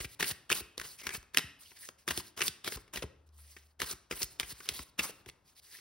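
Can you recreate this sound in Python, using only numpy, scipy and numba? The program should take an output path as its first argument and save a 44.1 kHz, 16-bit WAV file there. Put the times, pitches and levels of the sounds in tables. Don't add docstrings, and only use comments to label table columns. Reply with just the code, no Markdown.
import sys
import numpy as np
from scipy import signal
from scipy.fft import rfft, irfft, next_fast_len
from scipy.io import wavfile
from scipy.ndimage import uniform_filter1d
from numba import njit

SR = 44100
rng = np.random.default_rng(int(sys.argv[2]) if len(sys.argv) > 2 else 0)


def unload_audio(sound):
    columns = np.transpose(np.atleast_2d(sound))
    steps = np.round(np.clip(columns, -1, 1) * 32767)
    wavfile.write(sys.argv[1], SR, steps.astype(np.int16))


N = 255862
T = np.arange(N) / SR
FFT_SIZE = 2 * next_fast_len(N // 2 + SR // 4)
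HZ = np.maximum(np.arange(FFT_SIZE // 2 + 1) * SR / FFT_SIZE, 1)

# (time [s], level [dB], ring pitch [Hz], contact time [ms])
EDGE_TAPS = [(.009, -31, 2270, 1.2), (0.045, -30, 2470, 4.6), (0.199, -37, 3000, 0.32),
             (0.206, -24, 1900, 2.4), (.227, -15.5, 2160, 1.65), (.242, -22, 2630, 2.1),
             (.311, -30, 4100, 1.1), (.495, -33, 3020, 1.5), (0.501, -17.5, 1720, 0.83),
             (.507, -25.5, 2620, 1.6), (0.515, -18, 2730, 1), (.52, -16, 2360, 0.69),
             (.527, -13.5, 2750, 0.39), (.779, -24, 3570, 0.52), (0.798, -24, 1470, 0.71),
             (.814, -29.5, 1530, 1.3), (1.037, -41, 1970, 0.53), (1.068, -21.5, 1890, 1.43),
             (1.091, -24, 1670, 1.4), (1.104, -33, 1850, 3.9), (1.228, -48, 1100, .8),
             (1.346, -21.5, 2000, 1.04), (1.3726, -6.5, 2250, 0.28), (1.379, -21, 1950, 0.51),
             (1.384, -14.5, 3300, 0.4), (1.391, -27.5, 1750, 1.5), (1.716, -47, 1060, 2),
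             (1.888, -30.5, 950, 0.85), (2.078, -19.5, 1400, 0.96), (2.085, -22.5, 3520, 1.9),
             (2.107, -20, 1570, 1.9), (2.1757, -18, 2780, 0.069), (2.197, -35, 900, 3),
             (2.376, -33, 1410, 0.56), (2.393, -41, 2100, 1), (2.406, -21, 2060, 2.7),
             (2.417, -14, 1990, 1.13), (2.422, -19, 2530, 1.6), (2.4806, -14.5, 4040, 0.24),
             (2.645, -29, 3520, 0.54), (2.677, -25, 1405, 0.57), (2.722, -28, 2000, 0.81),
             (2.77, -38, 980, 2.4), (2.878, -52.5, 1870, 1.8), (2.937, -32, 4870, 0.18),
             (2.959, -28, 2730, 1.1), (2.972, -29, 1850, 4.3), (3.022, -30, 2660, 2.9),
             (3.029, -30.5, 1082, 0.89), (3.29, -60, 4830, 0.82), (3.565, -39.5, 1856, 3),
             (3.802, -26.5, 1760, 0.43), (3.817, -18.5, 1600, 0.96), (3.911, -23.5, 5800, 2.1),
             (3.934, -44, 1530, 0.46), (4.111, -22.5, 990, 2.2), (4.123, -31, 2000, 7.3),
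             (4.217, -24, 4500, 4.4), (4.23, -18, 5300, 0.58), (4.3985, -14.5, 3440, 0.38),
             (4.405, -28, 1540, 0.45), (4.43, -27.5, 2040, 1.8), (4.603, -37.5, 1460, 2.6),
             (4.657, -42, 1100, 1.1), (4.6897, -14.5, 2960, 0.18), (4.791, -32, 1070, 1.5),
             (4.992, -16.5, 2452, 3.1), (5.26, -42.5, 2340, 1), (5.288, -38.5, 2000, 1.1),
             (5.297, -38, 3542, 1.03), (5.787, -45.5, 1394, 0.81)]
# (pitch [Hz], width [Hz], level [dB])
CARD_NOTES = [(1600, 460, -5), (2103, 370, 0), (2650, 550, -5), (4900, 1530, -5.5)]
# (enters [s], slides [s], fastest [s], stops [s], entry level [dB], fastest level [dB])
SHUFFLE_STROKES = [(-.03, -0.001, 0.0032, 0.053, -33.5, -40), (0.191, 0.238, 0.29, .32, -40, -34.5),
                   (0.49, 0.537, 0.55, 0.61, -41.5, -36), (0.77, 0.82, 0.85, 1.018, -47.5, -46),
                   (1.01, 1.086, 1.146, 1.172, -50, -43), (1.334, 1.393, 1.34, 1.5, -48.5, -62.5),
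                   (2.067, 2.121, 2.192, 2.207, -44, -41.5), (2.363, 2.427, 2.426, 2.48, -44.5, -32.5),
                   (2.638, 2.688, 2.735, 2.76, -45.5, -43), (2.926, 2.994, 3.053, 3.04, -50, -60.5),
                   (3.791, 3.847, 3.922, 3.932, -41, -39), (4.098, 4.139, 4.235, 4.244, -46.5, -38),
                   (4.386, 4.446, 4.525, 4.525, -51, -45.5), (4.671, 4.727, 4.738, 4.834, -49.5, -38),
                   (4.977, 5.009, 5.035, 5.108, -42, -36.5), (5.259, 5.27, 5.292, 5.291, -52.5, -50.5)]


def edge_taps():
    out, t = np.zeros(N), np.arange(1024) / SR
    contacts_s = np.clip(np.transpose(EDGE_TAPS)[3], .05, 3)[:, None] / 1000
    snap = (1 - np.exp(-t / (0.5 * contacts_s))) * np.exp(-t / (1.89 * contacts_s))
    chatter = 0.09 * np.exp(-t / 0.0053)
    bursts = rng.standard_normal(snap.shape) * (snap + chatter)
    cracks = filtered(bursts, 1, [4000, 12000], "band")
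    bursts = filtered(bursts, 4, 1050, "high")
    cards = sum(gain(db) * ring(bursts, hz, width) for hz, width, db in CARD_NOTES)
    for (time, db, hz, contact_ms), burst, card, crack in zip(EDGE_TAPS, bursts, cards, cracks):
        air_gap = ring(burst, hz, (0.3 + 0.079 / max(contact_ms, .1)) * hz)
        crack_db = db - 4 - 11.5 * contact_ms
        add(out, time, with_peak(air_gap + 0.29 * card, db) + with_peak(crack, crack_db))
    return out


def sliding_cards(hiss, rasp, scuff, stiffness):
    # (frequency [Hz], level [dB])
    edge_tone = [(150, -5), (380, -2), (680, -8), (1100, -5), (1600, -11), (6000, -4), (9000, -11)]
    face_tone = [(2000, -27.5), (4500, -7.5), (6000, -13), (9000, -6), (11000, -7.5), (15500, -7)]
    grit = shaped_noise(edge_tone)
    card = sum((-1) ** k * gain(db) * moving_ring(grit, hz * stiffness, float(width))
               for k, (hz, width, db) in enumerate(CARD_NOTES))
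    faces = shaped_noise(face_tone)
    bright_hz = np.clip(5500 * gain(3.53 * wander(18)), 0, SR / 3)
    faces = faces + 1.8 * moving_ring(faces, bright_hz, 1200.0)
    return hiss * faces / np.std(faces) + (rasp * card + scuff * grit) / np.std(card)


def rubs():
    # (start [s], fastest [s], end [s], level [dB])
    brushes = [(0.066, 0.152, 0.15, -55.5), (0.971, 0.993, 1.02, -51), (1.583, 1.62, 1.767, -56.5),
               (1.743, 1.855, 1.912, -50), (1.976, 1.99, 2.08, -65), (2.203, 2.26, 2.305, -56),
               (2.786, 2.8, 2.82, -60), (3.258, 3.294, 3.28, -70.5), (3.32, 3.51, 3.67, -60),
               (3.617, 3.718, 3.735, -75), (4.296, 4.307, 4.37, -58), (4.536, 4.554, 4.9, -58.5),
               (4.617, 4.628, 4.81, -49.5), (5.108, 5.112, 5.22, -59.5), (5.442, 5.493, 5.545, -64.5),
               (5.547, 5.644, 5.6, -54.5), (5.616, 5.746, 5.87, -51.5)]
    for enter, slide, fastest, stop, entry_db, db in SHUFFLE_STROKES:
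        yield (max(enter, -.001), slide, slide), (entry_db - 2.5, entry_db, entry_db), 6, -7.5
        stop_db = db - 150 * (stop - fastest)
        yield (slide, fastest, stop), (entry_db - 5, db, stop_db), -9.5, -9.5
    for start, fastest, end, db in brushes:
        yield (start, fastest, end), (db - 10.5, db, db - 11.5), -5.5, -20.5


def friction():
    hiss, rasp, scuff, stiffness = np.zeros(N), np.zeros(N), np.zeros(N), np.ones(N)
    settle_s = 0.027
    for (start, fastest, end), levels_db, rasp_db, scuff_db in rubs():
        span = max(end - start, .004)
        first = max(int(start * SR), 0)
        t = np.arange(min(int((span + 4 * settle_s) * SR), N - first)) / SR
        now = slice(first, first + len(t))
        level = gain(np.interp(t, [0, np.clip(fastest - start, 0, span), span], levels_db))
        level *= (1 - np.exp(-t / 0.0088)) * np.exp(-np.maximum(t - span, 0) / 0.0033)
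        settling = gain(levels_db[-1] - 22.5) * np.exp(-(t - span) / settle_s) * (t > span)
        hiss[now] = np.maximum(hiss[now], level + settling)
        rasp[now] = np.maximum(rasp[now], level * gain(rasp_db))
        scuff[now] = np.maximum(scuff[now], level * gain(rasp_db + scuff_db))
        add(stiffness, start, 1.1 * (t - span / 2) * (t < span))
    stiffness = uniform_filter1d(stiffness, size=200) * (1 + 0.11 * wander(25))
    catches = roughness(spread_db=2.5, hold_samples=64, limit=3)
    slip = gain(0.8 * wander(200) + 2.8 * wander(50))
    grain = roughness(spread_db=2, hold_samples=24, limit=5)
    tremble = gain(wander(90) + 1.4 * wander(30))
    dips = dips_between_taps()
    return hiss * grain * tremble * dips, rasp * slip * catches * dips, scuff * slip * dips, stiffness


def dips_between_taps():
    times = np.sort(np.transpose(EDGE_TAPS)[0])
    next_tap = np.clip(np.searchsorted(times, T), 1, len(times) - 1)
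    away_s = np.minimum(np.abs(T - times[next_tap - 1]), 3 * np.abs(T - times[next_tap]))
    entering = sum((T > enter) & (T < slide + .005) for enter, slide, *_ in SHUFFLE_STROKES) > 0
    return gain(-8.5 * entering * (1 - np.exp(-(away_s / 0.0061) ** 2)))


def deck_knocks():
    # (pitch [Hz], width [Hz], level [dB])
    deck_notes = [(143, 49, -5), (212.3, 85, -3.5), (276.3, 105, 0.5), (386.6, 169, 7.5), (491, 150, -1.5),
                  (707, 730, 0)]
    # (time [s], level [dB], pitch of the deck as it is held [Hz])
    landings = [(0.009, -47.5, 358), (0.227, -35.5, 382), (0.518, -36, 410), (0.608, -41.5, 363),
                (0.779, -39, 470), (1.071, -52, 318), (1.373, -34.5, 268), (1.889, -45, 544),
                (2.079, -32, 345), (2.106, -38.5, 250), (2.177, -31, 337), (2.408, -38, 347),
                (2.484, -45.5, 227), (2.679, -38, 354), (2.723, -39, 436), (2.774, -40.5, 393),
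                (3.024, -29.5, 489), (3.039, -32.5, 412), (3.816, -38.5, 270), (3.933, -45, 360),
                (4.111, -31.5, 460), (4.221, -49, 353), (4.795, -43.5, 263), (4.998, -34, 300),
                (5.095, -39, 450), (5.265, -45.5, 358)]
    out, t = np.zeros(N), np.arange(2048) / SR
    push = (t / .0004) * np.exp(-t / 0.00037)

    def knock(tuning):
        return sum(gain(db) * ring(ring(push, tuning * hz, tuning * width), tuning * hz, tuning * width)
                   for hz, width, db in deck_notes)

    tap_knock = knock(0.98)
    for time, db, _, contact_ms in EDGE_TAPS:
        knock_db = -46.5 + 0.66 * (db + 25) + 2.5 * (contact_ms - 1)
        add(out, time, with_peak(tap_knock, knock_db))
    for time, db, hz in landings:
        add(out, time, with_peak(knock(hz / 379), db))
    return out


def palm_thuds():
    # (time [s], level [dB], pitch that the drop is scaled from [Hz])
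    thuds = [(.004, -39.5, 70), (0.051, -39.5, 81.5), (0.224, -49, 104), (.312, -40, 117),
             (0.521, -50, 107), (0.617, -46, 78.4), (0.791, -51, 70.4), (1.075, -48, 94),
             (1.178, -44.5, 62), (1.441, -43, 107), (2.111, -42, 101.6), (2.18, -43, 102),
             (2.489, -46.5, 106), (2.759, -39, 68), (2.98, -40.5, 71.2), (3.04, -35, 99.6),
             (3.827, -43, 92), (3.936, -48, 64.5), (4.129, -44.5, 70), (4.235, -43, 59.3),
             (4.431, -45, 78.9), (4.526, -47, 80.55), (4.714, -44.5, 83.1), (4.797, -43, 90),
             (4.999, -49, 84), (5.27, -51, 80.7)]
    out, t = np.zeros(N), np.arange(4000) / SR
    for (time, db, hz), (firmness, slowness) in zip(thuds, rng.uniform(0.1, 1.54, (len(thuds), 2))):
        pitch_hz = hz * (0.69 + 1.64 * firmness * np.exp(-t / 0.0041))
        swing = np.sin(2 * np.pi * np.cumsum(pitch_hz) / SR)
        level = (1 - np.exp(-t / (0.0019 * slowness))) * np.exp(-t / 0.014)
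        add(out, time, with_peak(swing * level, db))
    return out


def bent_cards():
    # (start [s], length [s], pitch [Hz], level [dB])
    bends = [(1.011, 0.071, 2140, -45), (1.104, 0.056, 2340, -41), (1.648, 0.03, 3050, -54),
             (1.823, 0.037, 1820, -48.5), (5.701, 0.022, 1850, -62), (5.739, 0.025, 1856, -47.5)]
    out, t = np.zeros(N), np.arange(4096) / SR
    noise = rng.standard_normal((len(bends), 4096))
    chatter = gain(3.7 * np.repeat(rng.standard_normal((len(bends), 32)), 128, axis=1))
    for (start, length, hz, db), rub in zip(bends, noise * chatter):
        swell = np.sqrt(np.sin(np.pi * np.clip(t / length, 0, 1)).clip(0))
        note = ring(ring(rub * swell, hz, width_hz=220), hz, width_hz=440)
        add(out, start, with_peak(note, db))
    return out


def room_echo(sound):
    # (frequency [Hz], time to fade by 60 dB [s])
    fade_times = [(100, 0.63), (1000, 0.54), (3000, 0.46), (6000, 0.37), (14000, 0.2)]
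    bands_hz, fades_s = np.transpose(fade_times)
    t, tail = np.arange(SR // 2) / SR, 0
    for hz in 62.5 * 2 ** np.arange(9):
        fade_s = np.interp(np.log(hz), np.log(bands_hz), fades_s)
        tail = tail + ring(rng.standard_normal(len(t)), hz, hz) * gain(-60 * t / fade_s)
    tail *= 1 - np.exp(-t / 0.001)
    return irfft(rfft(sound, FFT_SIZE) * rfft(tail, FFT_SIZE))[:N] / np.sqrt(np.sum(tail ** 2))


def low_hum():
    # (time [s], level [dB])
    swell = [(3.001, -102), (3.149, -61.5), (3.45, -57.5), (3.62, -63), (3.851, -72)]
    level_db = np.interp(T, *np.transpose(swell), left=-120, right=-120) + 1.2 * wander(14)
    pitch_hz = 73 + 1.5 * wander(9)
    return gain(level_db) * np.sin(2 * np.pi * np.cumsum(pitch_hz) / SR)


def still_air():
    # (frequency [Hz], level [dB])
    air_tone = [(25, -15), (70, -8), (250, -21), (1300, -24), (2300, -35.5), (5000, -37.5), (15000, -45.5)]
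    return shaped_noise(air_tone)


def microphones(shared, apart):
    # (frequency [Hz], phase [radians])
    left_lead = [(0, 0), (2500, .4), (5170, .5), (7350, 3.14), (9910, 6.1), (10900, 6.4), (13500, 9.4),
                 (16500, 12.6)]
    # (frequency [Hz], left minus right [dB])
    balance = [(100, 1), (380, 1.5), (800, 8.5), (1500, 3.5), (3000, 0), (4400, -0.5)]
    # (frequency [Hz], likeness [0-1])
    likeness = [(100, .95), (700, .5), (1900, .86), (3300, .7), (5500, .8), (6600, .88), (7300, .996),
                (8300, .84), (13500, .99), (15000, .8)]
    alike = np.clip(curve(likeness), 0, 1)
    lean_left = gain(curve(balance) / 2) * np.exp(.5j * np.interp(HZ, *np.transpose(left_lead)))
    shared = rfft(shared, FFT_SIZE) * np.sqrt((1 + alike) / 2)
    apart = rfft(apart, FFT_SIZE) * np.sqrt((1 - alike) / 2)
    return irfft(np.array([(shared + apart) * lean_left, (shared - apart) / lean_left]))[:, :N]


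def gain(db):
    return 10 ** (np.asarray(db) / 20)


def with_peak(sound, db):
    return sound * gain(db) / np.abs(sound).max()


def add(out, time, sound):
    i = max(int(time * SR), 0)
    out[i:i + len(sound)] += sound[:N - i]


def curve(table):
    hz, value = np.transpose(table)
    return np.interp(np.log(HZ), np.log(np.maximum(hz, 1)), value)


def shaped_noise(tone):
    noise = irfft(rfft(rng.standard_normal(N), FFT_SIZE) * gain(curve(tone)))[:N]
    return noise / np.sqrt(np.mean(noise ** 2))


def wander(rate_hz):
    hold = int(SR / rate_hz)
    return 1.7 * uniform_filter1d(np.repeat(rng.standard_normal(N // hold + 1), hold), hold)[:N]


def roughness(spread_db, hold_samples, limit):
    jumps = np.minimum(rng.exponential(size=N // hold_samples + 1), limit)
    return gain(spread_db * (np.repeat(jumps, hold_samples)[:N] - 1))


def filtered(sound, order, hz, kind):
    return signal.sosfilt(signal.butter(order, hz, kind, fs=SR, output="sos"), sound)


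def ring(sound, hz, width_hz):
    r = np.exp(-np.pi * width_hz / SR)
    feedback = [1, -2 * r * np.cos(2 * np.pi * hz / SR), r * r]
    return signal.lfilter([(1 - r * r) / 2, 0, (r * r - 1) / 2], feedback, sound)


@njit
def moving_ring(sound, hz, width_hz):
    out, band_state, low_state = np.empty(len(sound)), 0., 0.
    for i in range(len(sound)):
        step, damping = np.tan(np.pi * hz[i] / SR), width_hz / hz[i]
        band = (band_state + step * (sound[i] - low_state)) / (1 + step * (step + damping))
        band_state = 2 * band - band_state
        low_state += 2 * step * band
        out[i] = damping * band
    return out


def scene():
    rubbing = friction()
    bumps = deck_knocks() + palm_thuds()
    air_level = gain(-71 + 2 * wander(2.4))
    layers = []
    for direct_bumps in (bumps, 0):
        cards = sliding_cards(*rubbing) + edge_taps() + bent_cards()
        echo = gain(-16) * room_echo(cards + bumps)
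        layers.append(cards + direct_bumps + echo + air_level * still_air())
    shared, apart = layers
    return microphones(shared + low_hum(), apart)


def record(dry):
    quiet_db, cut_db_per_db = -70, 0.55
    dry = filtered(dry, 2, 38, "high")
    upper = filtered(dry, 1, 300, "high")
    level_db = 10 * np.log10(uniform_filter1d(np.mean(upper ** 2, axis=0), size=600) + 1e-14)
    kept = gain(cut_db_per_db * np.minimum(level_db - quiet_db, 0))
    treble_step = signal.ellip(6, .2, 22, 15800, fs=SR, output="sos")
    treble_wall = signal.ellip(10, .2, 80, 16600, fs=SR, output="sos")
    return signal.sosfilt(np.vstack([treble_step, treble_wall]), dry - upper * (1 - kept))


dry = scene()
out = record(dry)
unload_audio(out)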